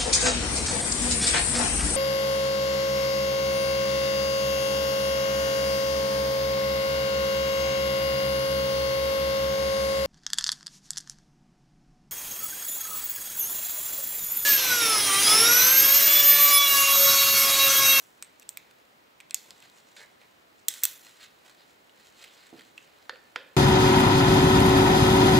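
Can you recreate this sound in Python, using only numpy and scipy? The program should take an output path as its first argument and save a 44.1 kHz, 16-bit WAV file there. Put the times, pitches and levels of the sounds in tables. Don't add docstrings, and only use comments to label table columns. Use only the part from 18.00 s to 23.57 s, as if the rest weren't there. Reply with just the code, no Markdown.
import sys
import numpy as np
from scipy import signal
from scipy.fft import rfft, irfft, next_fast_len
from scipy.io import wavfile

SR = 44100
rng = np.random.default_rng(int(sys.argv[2]) if len(sys.argv) > 2 else 0)


def how_loud(loudness_db):
    steps = np.asarray(loudness_db, float) / 20
    return 10 ** steps


def store_wav(level_fs):
    pcm = np.round(np.clip(np.atleast_2d(level_fs), -1, 1) * 32767)
    wavfile.write(sys.argv[1], SR, pcm.T.astype(np.int16))


N = 245457

# frequency in Hz, level in dB, T60 in seconds.
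GATE_MODES = [(5380, -14, 0.0055), (5970, -2.5, 0.0021), (6400, 1, 0.0045), (7760, 8.5, 0.004),
              (8810, -7, 0.013), (9600, -9, 0.002)]
# frequency in Hz, level in dB, T60 in seconds.
TIP_MODES = [(10900, -2.5, 0.0088), (11900, -20.5, 0.0014), (12460, -5.5, 0.0089), (14240, 5.5, 0.0073),
             (14720, -8, 0.0063)]
# frequency in Hz, level in dB, T60 in seconds.
BODY_MODES = [(1380, -6, 0.0012), (2050, -6.5, 0.0067), (2597, -13, 0.022), (3720, 2, 0.0033),
              (4540, -13, .006)]
GRIP_DB, GRIP_T60_S = -2.1, 0.0098
FOCUS_DB, DULL_FOCUS = 1.5, 1.5
HOOK_ASIDE = (0.57, 0.55)


def hooks():
    out = np.zeros((2, N))
    for s, gate_db, body_db, tip_db, free_hz, ms in clicks():
        focus_db = FOCUS_DB + DULL_FOCUS * max(body_db - gate_db, 0)
        body = [(hz, db - focus_db * abs(np.log2(hz / free_hz)), t60) for hz, db, t60 in BODY_MODES]
        body.append((free_hz, GRIP_DB, GRIP_T60_S))
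        blow(out, s, gate_db, GATE_MODES, ms, 4700, HOOK_ASIDE)
        blow(out, s, body_db, body, ms, 1150, HOOK_ASIDE)
        blow(out, s, tip_db, TIP_MODES, ms, 9500, HOOK_ASIDE)
    return out


# start in seconds, gate level in dB, body level in dB, tip level in dB, chatter in ms.
NECK_SNAPS = [
    (0.225, -24.5, -32.5, -39, 1.04),
    (0.2467, -45, -51, -61, 1.8),
    (0.3976, -36.5, -54, -44, 0.66),
    (0.5724, -25.5, -29, -27.5, 0.95),
    (1.3087, -24.5, -31.5, -52, 0.53),
]
# start in seconds, gate level in dB, body level in dB, tip level in dB, chatter in ms.
RING_SNAPS = [
    (0.4911, -23, -35.5, -35, 0.85),
    (1.2972, -53, -48, -60, 0.6),
    (1.3443, -10, -22, -16.5, 1),
    (2.6832, -10.5, -19.5, -13, 5.5),
    (2.7395, -29.5, -32, -39, 0.75),
    (2.835, -14, -24.5, -8.5, 6.5),
    (2.841, -15, -25, -12, 1.65),
    (2.8525, -11.5, -22, -10.5, 1.7),
]
NECK_HZ, RING_HZ = 2430, 3440
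# start in seconds, body level in dB, gate level in dB, body pitch in Hz, chatter in ms.
TOUCHES = [(0.4211, -45, -46.5, 2660, 6.6), (0.4284, -46, -44, 2320, 1.3),
           (0.7114, -45.5, -48.5, 2500, 0.48), (1.2025, -37, -43, 2452, 4),
           (1.2083, -38.5, -43, 2400, 0.91), (1.5066, -32.5, -35, 4930, 0.61),
           (1.6028, -51, -45.5, 1550, 1.8), (1.6251, -42.5, -45, 2600, 1.3),
           (1.6988, -44.5, -49, 3900, 2.0), (1.965, -41.5, -42, 1990, 4.3), (2.2153, -47.5, -53, 2400, 1.8),
           (2.765, -42.5, -49.5, 2100, 2.0), (2.8279, -35, -42, 1890, 8.3), (2.866, -37.5, -50, 4150, 2.0),
           (2.887, -37.5, -50, 4050, 1.7), (3.8951, -44.5, -59, 2880, 1.7), (4.2085, -53, -61, 2070, 2.2),
           (4.2401, -37.5, -41, 2310, 8.9), (4.4677, -45, -50, 1900, 2.7), (4.5942, -38, -54, 3260, 1.8),
           (4.6091, -41.5, -49, 1880, 2.1), (4.65, -49, -53, 3990, 3.5), (4.7784, -30.5, -47, 2606, 1.66)]


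def clicks():
    rows = []
    for snaps, hz in ((NECK_SNAPS, NECK_HZ), (RING_SNAPS, RING_HZ)):
        rows += [(s, gate, body, tip, hz, ms) for s, gate, body, tip, ms in snaps]
    for s, body, gate, hz, ms in TOUCHES:
        rows.append((s, gate, body, gate - 11, hz, ms))
    return sorted(rows)


# start in seconds, peak in dB, contact in ms, struck place from 0 to 1.
KNOCKS = [
    (5.094, -18.5, 2.22, 0.07),
    (5.155, -41, 7.5, 0.6),
    (5.3586, -15.5, 3.61, 0.93),
]
# frequency in Hz, dB struck at place 0, dB at place 1, T60 in seconds.
FRAME_MODES = [(519, -14, -11.5, 0.056), (943, -16, -17, 0.039), (1454, 1, -0.5, 0.013),
               (1615, -1, 9.5, 0.008), (1770, -13, -8.5, 0.064), (2400, -12, -5, 0.017),
               (3090, -2.5, 2, 0.0068), (3680, -5, -16, 0.019), (4220, -6, -29.5, 0.021),
               (4790, -8.5, -7.5, 0.011), (6720, -16.5, -17, 0.015)]
FRAME_ASIDE = (-0.39, 0.74)


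def knocks():
    out = np.zeros((2, N))
    for s, db, ms, place in KNOCKS:
        modes = [(hz, first + place * (second - first), t60) for hz, first, second, t60 in FRAME_MODES]
        blow(out, s, db, modes, ms, 353, FRAME_ASIDE, rise=0.523)
    return out


# start in seconds, peak in dB.
THUDS = [
    (4.528, -40.5),
    (4.5397, -45),
    (4.5545, -45.5),
    (4.584, -49),
]
# frequency in Hz, level in dB, T60 in seconds.
TABLE_MODES = [(133, -10, 0.052), (188, -26, .14), (258, 4.5, 0.05), (323.6, 2.5, 0.14), (430, 7, 0.033),
               (618, -8, 0.089), (706, -1.5, 0.051)]


def thuds():
    out = np.zeros((2, N))
    push = np.exp(-(np.arange(BURST) / SR / 0.00016 - 2) ** 2)
    for s, db in THUDS:
        table = np.sum(ring(TABLE_MODES, 2.2, size=9000), axis=0)
        thud = thin(np.convolve(push, table), 130)
        add(out, s, db, np.array([thud, thud]))
    return out


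# frequency in Hz, level in dB.
WEAVE = [(850, -34.5), (1200, -4), (2000, -0.5), (2900, -4), (3800, -1), (5000, -6.5)]
# frequency in Hz, level in dB.
SOFT_TOP = [(15700, 0), (15950, -40), (16100, -80)]
JERK = 200


def strap():
    jerks_db = 2.8 * np.repeat(rng.standard_normal(N // JERK + 1), JERK)[:N]
    slips_db = 2.34 * rng.exponential(size=N)
    ticks = colour(rng.standard_normal(N) * how_loud(jerks_db + slips_db), SOFT_TOP)
    coarse = colour(ticks, WEAVE, [(5000, -2.0), (6200, -28.0)])
    fine = colour(ticks, [(4400, -30), (5400, 1.5), (7500, 9.0), (9500, -5.5), (11000, -37.5)])
    bright = colour(ticks, [(9000, -23), (10500, 2.0), (12000, -10.5), (14000, -1.5), (15700, -6.5)])
    cloth = colour(ticks, [(250, -19), (450, 3), (1000, 2.5), (1400, -33)])
    return sum(gain * unit(layer) for gain, layer in zip(pull(), (coarse, fine, bright, cloth)))


# start in seconds, hold in
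# seconds, level in dB, fine edge in dB, cloth in dB.
RUBS = [
    (1.45, 0.14, -66.5, -4, -5),
    (1.641, 0.0046, -57, -8, -12),
    (1.735, .02, -68.5, 0, 0),
    (1.775, 0.011, -61.5, -.6, -10),
    (1.88, 0.0091, -66.5, -1, -8),
    (1.985, .005, -58, 2, -4),
    (1.999, .025, -57, -7.5, -5),
    (2.225, .01, -65.5, -11, -1.5),
    (2.58, 0.035, -73, 0, -14),
        (3.06, .01, -56, -5, -13), (3.1, .05, -63.5, -3.5, -25), (3.2, 0.022, -54.5, -9, -24),
          (3.235, 0.0067, -53, -6.5, -27), (3.46, 0.042, -61, -6, -6.5), (3.6, 0.0066, -61, -14, -7.5),
          (4.0, .01, -61.5, -11, -28), (4.05, 0.027, -62.5, -2.5, -20), (4.185, 0.0033, -57.5, -4, -20),
          (4.225, 0.013, -51.5, -8, -13), (4.28, 0.035, -62, -18, -21), (4.38, 0.069, -59, -10, -11),
          (4.47, 0.021, -65.5, -3, -12), (4.581, .005, -56, -12, -11), (4.65, 0.042, -68.5, -2, -15),
          (3.68, .02, -72.5, 1, -17), (4.33, 0.018, -66, -0.5, -15), (4.81, 0.016, -74.5, 7.5, -13),
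          (4.84, 0.19, -68.5, -16, -4)]
RUB_RISE_DB_S, RUB_FALL_DB_S, RUB_BRIGHT_DB, BRIGHT_PER_FINE = 367, 295, -14, 0.35
# start in seconds, hold in seconds, level in dB,
# bright edge in dB.
BUZZES = [
    (0.0, 0.017, -65.5, -0.5),
    (1.41, .03, -69, -3),
    (2.706, 0.035, -53.5, 0),
    (2.859, 0.035, -54.5, 1.5),
]
BUZZ_RISE_DB_S, BUZZ_FALL_DB_S, BUZZ_FINE_DB, BUZZ_CLOTH_DB = 697, 92.5, 3.5, -22
# time in seconds, level in dB.
FIDGET = [(0.1, -89), (0.21, -70), (0.7, -72.5), (1.34, -78.5), (1.6, -70), (2.3, -72.5), (2.5, -76),
          (3.3, -71), (3.41, -70), (3.8, -72), (4.1, -69.5), (5.07, -70.5), (5.56, -72)]
FIDGET_EDGES_DB = -5.5, -10.5, -8


def pull():
    t = np.arange(0, N + 64, 64) / SR
    strokes = []
    for s, hold, db, fine, cloth in RUBS:
        bright = RUB_BRIGHT_DB + BRIGHT_PER_FINE * fine
        strokes.append((s, hold, db, RUB_RISE_DB_S, RUB_FALL_DB_S, fine, bright, cloth))
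    for s, hold, db, bright in BUZZES:
        strokes.append((s, hold, db, BUZZ_RISE_DB_S, BUZZ_FALL_DB_S, BUZZ_FINE_DB, bright, BUZZ_CLOTH_DB))
    fidget_db = np.interp(t, *np.transpose(FIDGET))
    power = how_loud(fidget_db + np.array([0, *FIDGET_EDGES_DB])[:, None]) ** 2
    for s, hold, db, rise, fall, *edges_db in strokes:
        shape_db = db - rise * np.maximum(s - t, 0) - fall * np.maximum(t - s - hold, 0)
        power = power + how_loud(shape_db + np.array([0, *edges_db])[:, None]) ** 2
    return [np.interp(np.arange(N) / SR, t, row) for row in np.sqrt(power)]


# start in seconds, hold in seconds, level in dB, frequency in Hz.
SLIDES = [
    (1.966, .03, -54.5, 3930),
    (1.966, 0.018, -61, 7500),
    (1.966, .075, -56, 1840),
    (2.219, 0.027, -65, 2100),
    (3.21, .04, -64, 3400),
    (3.579, 0.033, -64.5, 3900),
    (4.27, .04, -62, 3000),
    (4.38, .05, -67, 4000),
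]
SLIDE_RISE_DB_S, SLIDE_FALL_DB_S, SLIDE_WIDTH = 5000, 452, 1.21


def slides():
    t = np.arange(SR // 4) / SR - .02
    out = np.zeros(N + SR)
    for s, hold, db, hz in SLIDES:
        ticks = rng.standard_normal(len(t)) * how_loud(3.6 * rng.exponential(size=len(t)))
        near, far = SLIDE_WIDTH, SLIDE_WIDTH ** 5
        mode = [(hz / far, -55), (hz / near, -4), (hz, 0), (hz * near, -4), (hz * far, -55)]
        hum = unit(colour(ticks, mode, SOFT_TOP))
        shape_db = db - SLIDE_RISE_DB_S * np.maximum(-t, 0) - SLIDE_FALL_DB_S * np.maximum(t - hold, 0)
        i = int((s + t[0]) * SR)
        out[i:i + len(t)] += hum * how_loud(shape_db)
    return out[:N]


# start in seconds, frequency in Hz, peak in dB, T60 in seconds.
SINGING = [(0.225, 8200, -36, 0.094), (0.492, 13600, -38, .1), (1.3445, 6900, -19, 0.016),
           (2.684, 6300, -22.5, .03), (2.835, 5900, -20, 0.035), (2.684, 8000, -32, 0.332),
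           (2.685, 3450, -40, 0.37), (2.838, 14200, -28, 0.4), (5.096, 4450, -46, 0.58),
           (5.095, 1790, -40, 0.23), (5.13, 500, -48.5, .15), (5.36, 1900, -47.5, 0.29),
           (5.36, 1050, -45, 0.42), (5.4, 3000, -51, .3), (5.095, 3300, -50, .3), (1.37, 4500, -41, .2),
           (0.004, 13700, -49, .3), (5.36, 1440, -31, 0.035), (5.362, 2450, -42, 0.33)]
SING_SPREAD, SING_ASIDE_DB = .026, 5


def singing():
    out = np.zeros((2, N))
    for s, hz, db, t60 in SINGING:
        cluster = [(hz * (1 + SING_SPREAD * off), 0, t60) for off in rng.standard_normal(16)]
        sound = thin(np.sum(ring(cluster, 3.0, size=12000), axis=0), hz / 2)
        add(out, s, db, sound * how_loud([[0], [SING_ASIDE_DB]]))
    return out


# frequency in Hz, lead of the left in radians.
PORT_PHASE = [(300, -0.3), (1700, 0.8), (3450, -0.018), (4500, 0), (7600, -0.53), (12000, -0.16),
              (16000, 0)]
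# frequency in Hz, left minus right in dB.
PORT_LEAN = [(500, -3), (1500, -.6), (3500, 1.3), (8000, 2.1), (13000, -0.9)]


def ports(x):
    size = next_fast_len(N)
    hz = np.arange(size // 2 + 1) * SR / size
    turn = np.exp(.5j * curve(PORT_PHASE, hz)) * how_loud(curve(PORT_LEAN, hz) / 2)
    return irfft(rfft(x, size) * np.array([turn, 1 / turn]), size)[:, :N]


# frequency in Hz, T60 in seconds.
ROOM_T60 = [(300, 0.96), (1500, 0.59), (4000, 0.4), (8000, 0.18), (15000, 0.48)]
# frequency in Hz, level in dB.
ROOM_COLOUR = [(300, 0.5), (1450, -4.5), (1950, 0.5), (2450, -2.5), (4000, 2), (8000, -8.5), (12000, -4.5),
               (15200, -15)]
ROOM_DB, ROOM_LIKENESS = -7.5, 0.84


def room(x):
    t = np.arange(SR // 2) / SR
    tail = 0
    for hz in 100 * 2 ** np.arange(0, 7.5, .5):
        band = [(hz / 1.6, -40), (hz / 1.15, 0), (hz * 1.15, 0), (hz * 1.6, -40)]
        echoes = colour(rng.standard_normal((2, len(t))), band)
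        tail = tail + echoes * how_loud(-60 * t / curve(ROOM_T60, hz))
    tail = tail * (1 - np.exp(-t / 0.00041))
    tail = tail * (1 + 2.2 * np.exp(-t / 0.0067))
    widths = np.sqrt([[1 + ROOM_LIKENESS], [1 - ROOM_LIKENESS]])
    mid, side = tail * widths / np.sqrt(np.sum(tail ** 2))
    x = colour(x, ROOM_COLOUR, SOFT_TOP)
    left = signal.fftconvolve(x, mid + side)[:N]
    right = signal.fftconvolve(x, mid - side)[:N]
    return how_loud(ROOM_DB) * np.array([left, right])


# frequency in Hz, level in dB.
HISS = [(18, -49.5), (30, -23.5), (52, -12.5), (203, -5), (279, -3.5), (471, -4.5), (2390, -11.5),
        (6830, -22.5), (9700, -26), (12000, -28), (13300, -23), (15800, -21.5)]
# frequency in Hz, side minus mid in dB.
HISS_SIDE = [(60, -19), (110, -9.5), (200, -5), (380, -0.5), (700, 4), (1290, 4), (2380, 1.5), (4400, 0.5),
             (8120, -10.5), (15000, -38)]
HISS_DB, HISS_LEAN_DB = -63, -0.5


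def hiss():
    mid, side = colour(rng.standard_normal((2, N)), HISS, SOFT_TOP)
    side = colour(side, HISS_SIDE)
    both = np.array([mid + side, mid - side]) * lean(HISS_LEAN_DB)
    return both * how_loud(HISS_DB) / np.std(mid)


BURST = 400


def blow(out, s, db, modes, ms, low_hz, aside, rise=.02):
    both = []
    for share in (1, aside[1]):
        t = np.arange(BURST) / SR * 1000 / max(ms * share, .1)
        push = np.clip(2 - 2 * t, 0, 1) * np.clip(t / rise + 0.26, 0, 1)
        push = push * (1 + 2.96 * np.exp(-(t - rise) ** 2 / 0.0043))
        rings = ring(np.array(modes) * [1, 1, share], 1.0, size=3000)
        contacts = push * rng.standard_normal((len(modes), BURST))
        shaken = signal.fftconvolve(rings, contacts, axes=1)
        shaken = shaken * energy(rings) / energy(shaken)
        sound = thin(np.sum(shaken, axis=0), low_hz)
        both.append(sound / energy(sound))
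    add(out, s, db, np.array(both) * how_loud([[0], [aside[0]]]))


def ring(modes, scatter_db, size):
    hz, db, t60 = np.transpose(modes)[:, :, None]
    pitch_chance, level_chance = rng.standard_normal((2, len(modes), 1))
    t = np.arange(size) / SR
    hz = hz * (1 + .008 * pitch_chance)
    fading_db = db + scatter_db * level_chance - 60 * t / np.maximum(t60, .002)
    return how_loud(fading_db) * np.sin(2 * np.pi * hz * t)


def thin(x, hz):
    return signal.sosfilt(signal.butter(4, hz, "high", fs=SR, output="sos"), x)


def add(out, s, db, sound):
    i = int(s * SR)
    level = how_loud(db) / np.max(np.abs(sound[0]))
    out[:, i:i + sound.shape[1]] += (level * sound)[:, :N - i]


def curve(table, hz):
    f, v = np.transpose(table)
    return np.interp(np.log(np.maximum(hz, 1)), np.log(f), v)


def colour(x, *tables):
    size = next_fast_len(x.shape[-1])
    hz = np.arange(size // 2 + 1) * SR / size
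    gain = how_loud(sum(curve(table, hz) for table in tables))
    return irfft(rfft(x, size) * gain, size)[..., :x.shape[-1]]


def unit(x):
    return x / np.sqrt(np.mean(x ** 2))


def energy(x):
    return np.sqrt(np.sum(x ** 2, -1, keepdims=True))


def lean(db):
    return how_loud([[db / 2], [-db / 2]])


def scene():
    facing, aside = hooks() + knocks() + thuds() + strap()
    near, far = singing() + slides()
    handling = ports(facing + near) + room(aside) + room(far)
    return handling * lean(-2.4) + hiss()


def roll_off(x):
    return signal.sosfilt(signal.butter(12, 16710, fs=SR, output="sos"), x)


def record(dry):
    steep = signal.ellip(8, .3, 60, 16250, fs=SR, output="sos")
    mix = signal.sosfilt(steep, dry)
    return roll_off(mix)


dry = scene()
out = record(dry)
store_wav(out)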